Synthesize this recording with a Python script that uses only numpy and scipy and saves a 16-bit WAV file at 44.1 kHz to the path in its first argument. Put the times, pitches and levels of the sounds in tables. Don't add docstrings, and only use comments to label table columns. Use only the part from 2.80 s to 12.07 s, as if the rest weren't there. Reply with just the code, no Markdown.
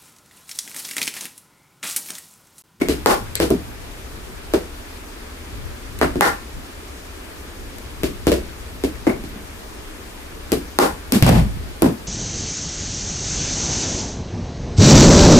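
import sys
import numpy as np
from scipy import signal
from scipy.io import wavfile

SR = 44100
rng = np.random.default_rng(int(sys.argv[2]) if len(sys.argv) > 2 else 0)


def nominal_scale(level):
    x = np.asarray(level, float) / 20
    return 10 ** x


def store_wav(level_fs):
    pcm = np.round(np.clip(np.atleast_2d(level_fs), -1, 1) * 32767)
    wavfile.write(sys.argv[1], SR, pcm.T.astype(np.int16))


N = 408807

# frequency in Hz, level in dB re blow, t60 in seconds.
SLAB_MODES = [(65.7, -18, 0.46), (108, -70, 0.97)]
# frequency in Hz, width in Hz, level in dB.
TILE_RESONANCES = [(1620, 337, -16.5), (2370, 2020, -1.5), (4720, 1200, -11.5)]


def rms_one(x):
    return x / np.sqrt(np.mean(x ** 2) + 1e-20)


def at_hz(points, hz):
    table_hz, value = np.array(points)[:, :2].T
    return np.interp(np.log(hz), np.log(table_hz), value)


def drift(rate):
    step = 40
    r = np.exp(-2 * np.pi * rate * step / SR)
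    white = rng.standard_normal(N // step + 2002)
    slow = signal.lfilter([1], [1, -2 * r, r * r], white)[2000:]
    return np.interp(np.arange(N) / step, np.arange(len(slow)), rms_one(slow))


def ring(push, hz, t60):
    r = nominal_scale(-60 / (t60 * SR))
    w = 2 * np.pi * hz / SR
    return signal.lfilter([0, np.sin(w)], [1, -2 * r * np.cos(w), r * r], push + 1e-18)


def lift(x, hz, width_hz, db):
    r = np.exp(-np.pi * width_hz / SR)
    poles = [1, -2 * r * np.cos(2 * np.pi * hz / SR), r * r]
    return x + nominal_scale(db) * signal.lfilter([(1 - r * r) / 2, 0, (r * r - 1) / 2], poles, x)


def bandpass(order, low, high, x):
    return signal.sosfilt(signal.butter(order, [low, high], "band", fs=SR, output="sos"), x)


def highpass(hz, x):
    return signal.sosfilt(signal.butter(2, hz, "high", fs=SR, output="sos"), x)


def stereo_bands(size):
    # frequency in Hz, left-right correlation.
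    likeness = [(26, 0.59), (75, 1), (290, 0.9), (640, -0.23), (1410, 0.18), (3100, -0.3), (6820, 0.23),
                (15000, -0.2)]
    # frequency in Hz, left minus right in dB.
    left_lift = [(60, 1.5), (200, -0.5), (380, 2), (700, 0), (2380, 2), (4400, -2.5), (8120, 6.5),
                 (15000, 13)]
    edges_hz = 20 * 2 ** np.arange(0, 9.8, .5)
    white = rng.standard_normal((2, 2, size))
    for k, (low, high) in enumerate(zip(edges_hz, edges_hz[1:])):
        mid, side = bandpass(2, low, high, white[k % 2])
        hz = np.sqrt(low * high)
        alike = np.clip(at_hz(likeness, hz), -1, 1)
        lean = nominal_scale(at_hz(left_lift, hz) / 2 * np.array([[1], [-1]]))
        yield hz, lean * (np.sqrt(1 + alike) * mid + np.sqrt(1 - alike) * side * [[1], [-1]])


def fan():
    # frequency in Hz, spectral density in dB per Hz.
    spectrum = [(25, -0.5), (68, 1), (120, -22), (300, -7.5), (560, -15.5), (1700, -18.5), (5000, -26.5),
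                (14000, -34.5)]
    fan_db, flicker_db = -35.5, .9
    air = 0
    for hz, band in stereo_bands(size=N):
        air = air + nominal_scale(at_hz(spectrum, hz) + flicker_db * drift(14)) * band
    return nominal_scale(fan_db) * rms_one(air)


def draught():
    # middle in seconds, half length in seconds, level in dB.
    gusts = [
        (0.15, 0.8, -28.5),
        (1.543, 0.28, -37),
        (2.83, 0.092, -24),
        (3.264, 0.21, -26),
        (3.774, 0.039, -26.5),
        (4.844, 0.052, -32.5),
        (5.394, 0.32, -28),
        (6.3, 0.46, -36),
        (7.644, 0.45, -50),
        (8.64, 0.21, -16.5),
    ]
    t = np.arange(N) / SR
    gain = nominal_scale(-43.5)
    for s, half, db in gusts:
        gain = gain + nominal_scale(db) * np.exp(-((t - s) / half) ** 2)
    shared, left, right = rng.standard_normal((3, N))
    low = bandpass(2, 22, 105, [shared + 2.4 * left, shared + 1.7 * right])
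    return gain * nominal_scale(-7.0 + 1.6 * drift(23)) * rms_one(low)


def contact(hz, ring_hz, slap_hz, slap_db, crack_db, knock_t60, ring_db, dull, body, surface):
    click = (np.arange(SR // 8) == 0) * -1.0
    push = ring(click, 1.267 * hz, 0.011)
    knock = ring(push, hz, knock_t60)
    knock += nominal_scale(9.0) * ring(push, 1.34 * hz, knock_t60 * 0.24)
    knock += nominal_scale(-3.0) * ring(push, 2.24 * hz, knock_t60 * 0.36)
    slap = bandpass(4, 0.45 * slap_hz, 1.63 * slap_hz, click)
    slap = slap / np.abs(slap).max()
    for f, width_hz, db in body:
        slap = lift(slap, f, width_hz, db)
    crack = highpass(1300, click)
    crack = signal.lfilter([1 - dull], [1, -dull], crack)
    for f, width_hz, db in surface:
        crack = lift(crack, f, width_hz, db)
    whole = knock / np.abs(knock).max() - nominal_scale(ring_db) * ring(click, ring_hz, 0.013)
    whole += nominal_scale(slap_db + 2.5) * slap + nominal_scale(crack_db + 21.5) * crack
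    return highpass(.47 * hz, whole)


def blows(table, bands, knock_t60, slap_hz, force_db, wet_db, ring_db, snap_db, dull=0.64,
          panel=(), body=(), surface=TILE_RESONANCES, firm_db=-10):
    # frequency in Hz, t60 in seconds.
    room_decay = [(60, 0.13), (150, 0.4), (300, 0.24), (700, 0.26), (1500, 0.27), (4000, 0.26),
                  (9000, 0.28), (14000, 0.29)]
    delay_s, first_echo_s = .002, 0.0013
    room_db, early_db, early_s = -3, 1.5, 0.019
    wall_s, wall_db = 0.01, -9
    bunch_db, bunch_fade_s, bunches_per_s = 2.5, .03, 110
    brighter_oct_per_db = .08
    port_lag = 5
    size = SR * 3 // 4
    t = np.arange(size) / SR
    out = np.zeros((2, N + 2 * size))
    build = 1 - np.exp(-(t / first_echo_s) ** 2)
    decays = [build * nominal_scale(-60 * t / at_hz(room_decay, hz)) for hz, band in bands]
    bunches = drift(bunches_per_s)
    for s, knock_db, hz, slap_db, crack_db in table:
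        skip = rng.integers(size)
        part = slice(skip, skip + size)
        noise = sum(band[:, part] for f, band in bands[-6:])
        echoes = sum(band[:, part] * d for (f, band), d in zip(bands, decays))
        echoes *= nominal_scale(bunch_db * bunches[part] * np.exp(-t / bunch_fade_s))
        echoes *= nominal_scale(room_db + wet_db - 32.5 + early_db * np.exp(-t / early_s))
        echoes[:, round(wall_s * SR * rng.uniform(.9, 1.1))] += nominal_scale(wall_db)
        echoes[0, 0] += 1
        echoes[1, port_lag:port_lag + 3] += [.3, .4, .3]
        octaves = brighter_oct_per_db * np.clip(slap_db - firm_db, -6, 14)
        direct = contact(hz, slap_hz, slap_hz * 2 ** octaves, slap_db, crack_db,
                         knock_t60, ring_db, np.clip(dull, 0, .9), body, surface)
        heard = signal.fftconvolve(echoes, direct[None], axes=1)[:, :size]
        heard += nominal_scale(crack_db + snap_db - 60 * t / 0.021) * noise
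        for f, db, t60 in panel:
            heard += nominal_scale(db) * ring((t == 0) * -1.0, f, t60)
        at = round((s + delay_s) * SR)
        out[:, at:at + size] += nominal_scale(knock_db + force_db) * heard
    return out[:, :N]


def ticks(bands):
    # start in seconds, knock in dB, knock pitch in Hz, slap and crack in dB re knock.
    touches = [
        (0.552, -27, 412, -29, 6.5),
        (3.187, -30, 297, 0, -6),
        (4.982, -39, 368, -15, -3),
    ]
    # frequency in Hz, width in Hz, level in dB.
    seam = [(2100, 450, 11), (4250, 450, 12), (7700, 700, 12)]
    return blows(touches, bands, 0.023, slap_hz=1600, force_db=-5.0, wet_db=8.5, ring_db=-25,
                 snap_db=12.0, surface=seam)


def door_slam(bands):
    # start in seconds, knock in dB, knock pitch in Hz, slap and crack in dB re knock.
    hits = [
        (8.423, 0, 149, -9, -6),
        (8.443, -20, 183, 1, -1),
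        (8.463, -12.5, 98, 2, -0.5),
        (8.490, -9, 132, -2.5, -9),
    ]
    # frequency in Hz, level in dB re blow, t60 in seconds.
    door_modes = [(56.4, -16, 0.62), (82, -34, 0.4), (126.5, -5.5, 0.35), (161, -8, 0.26), (202, -33, 0.13),
                  (253, -19.5, .3)]
    return blows(hits, bands, 0.0042, slap_hz=605, force_db=16.5, wet_db=9.5, ring_db=-38,
                 snap_db=-3.5, dull=0.78, panel=door_modes, firm_db=1.5)


def bat_strokes(bands):
    # start in seconds, knock in dB, knock pitch in Hz, slap and crack in dB re knock.
    strokes = [
        (0.258, -15, 387, -2.5, -5),
        (3.407, -21.5, 357, 4.5, 0.5),
        (7.986, -17.5, 348, -1.3, -4),
    ]
    # frequency in Hz, width in Hz, level in dB.
    blade = [(812, 63, 7.5), (1073, 150, 2), (1402, 45, 6), (1816, 170, 7.5), (2060, 44, 6.5)]
    # frequency in Hz, width in Hz, level in dB.
    face = [(4730, 2700, -11)]
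    return blows(strokes, bands, 0.016, slap_hz=1044, force_db=22.5, wet_db=6.0, ring_db=-10.5,
                 snap_db=-2.5, body=blade, surface=face, firm_db=4.3)


def loose_tile_bounces(bands):
    # start in seconds, knock in dB, knock pitch in Hz, slap and crack in dB re knock.
    soft = [
        (0.011, -17.5, 294, -6.5, -15),
        (6.266, -10.5, 279, -5.5, -19.5),
    ]
    # frequency in Hz, width in Hz, level in dB.
    loose_tile = [(1500, 400, 5), (2170, 130, 17)]
    return blows(soft, bands, 0.035, slap_hz=612, force_db=2.5, wet_db=13.0, ring_db=-4.0,
                 snap_db=-14, dull=0.55, firm_db=-5.5, surface=loose_tile)


def near_bounces(bands):
    # start in seconds, knock in dB, knock pitch in Hz, slap and crack in dB re knock.
    close = [
        (0.702, -6, 292, -15, -24.5),
        (7.717, -7.5, 296, -11, -14.5),
        (8.32, -2.5, 230, -9.5, -10.5),
        (9.019, 1, 262, -8.5, -22),
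    ]
    return blows(close, bands, 0.039, slap_hz=670, force_db=-2.5, wet_db=12.5, ring_db=-8.0,
                 snap_db=11.0, dull=0.31, panel=SLAB_MODES)


def bounces(bands):
    # start in seconds, knock in dB, knock pitch in Hz, slap and crack in dB re knock.
    landings = [(0.084, -12, 303, -14, -10.5), (0.599, -9, 330, -8, -10.5), (1.735, -14.5, 349, -7, -14),
                (3.212, -11, 291, 1.5, -14), (3.355, -16, 293, -13.5, -25), (5.232, -14.5, 288, -14, -12.5),
                (5.467, -10, 302, -9.5, -14.5), (5.516, -10.5, 365, -12, -15), (6.036, -16, 302, -16, -15),
                (6.437, -30, 253, -18.5, -13), (6.557, -35, 203, -33, -25), (1.806, -55, 404, -16, -20)]
    return blows(landings, bands, 0.039, slap_hz=648, force_db=7.5, wet_db=7, ring_db=-8.0,
                 snap_db=-3.5, dull=0.49, panel=SLAB_MODES)


def scene():
    bands = list(stereo_bands(size=2 * SR))
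    ball = ticks(bands) + door_slam(bands) + bat_strokes(bands)
    ball += loose_tile_bounces(bands) + near_bounces(bands) + bounces(bands)
    return fan() + draught() + ball


def low_pass(x):
    return signal.sosfilt(signal.butter(12, 16830, fs=SR, output="sos"), x)


def record(dry):
    limit_db, squeeze = -3, 0.95
    release_db_per_s, attack_s = 317, 0.0014
    level_db = 20 * np.log10(np.abs(dry).max(axis=0) + 1e-9)
    ramp = release_db_per_s * np.arange(N) / SR
    held_db = np.maximum.accumulate(level_db + ramp) - ramp
    cut_db = squeeze * np.maximum(held_db - limit_db, 0)
    r = np.exp(-1 / (attack_s * SR))
    cut_db = signal.lfilter([1 - r], [1, -r], cut_db)
    cut_db = np.roll(cut_db, -40)
    clipped = np.clip(dry * nominal_scale(-cut_db), -.85, .85)
    top_cut = signal.cheby2(6, 40, 17000, fs=SR, output="sos")
    return low_pass(signal.sosfilt(top_cut, clipped))


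dry = scene()
out = record(dry)
store_wav(out)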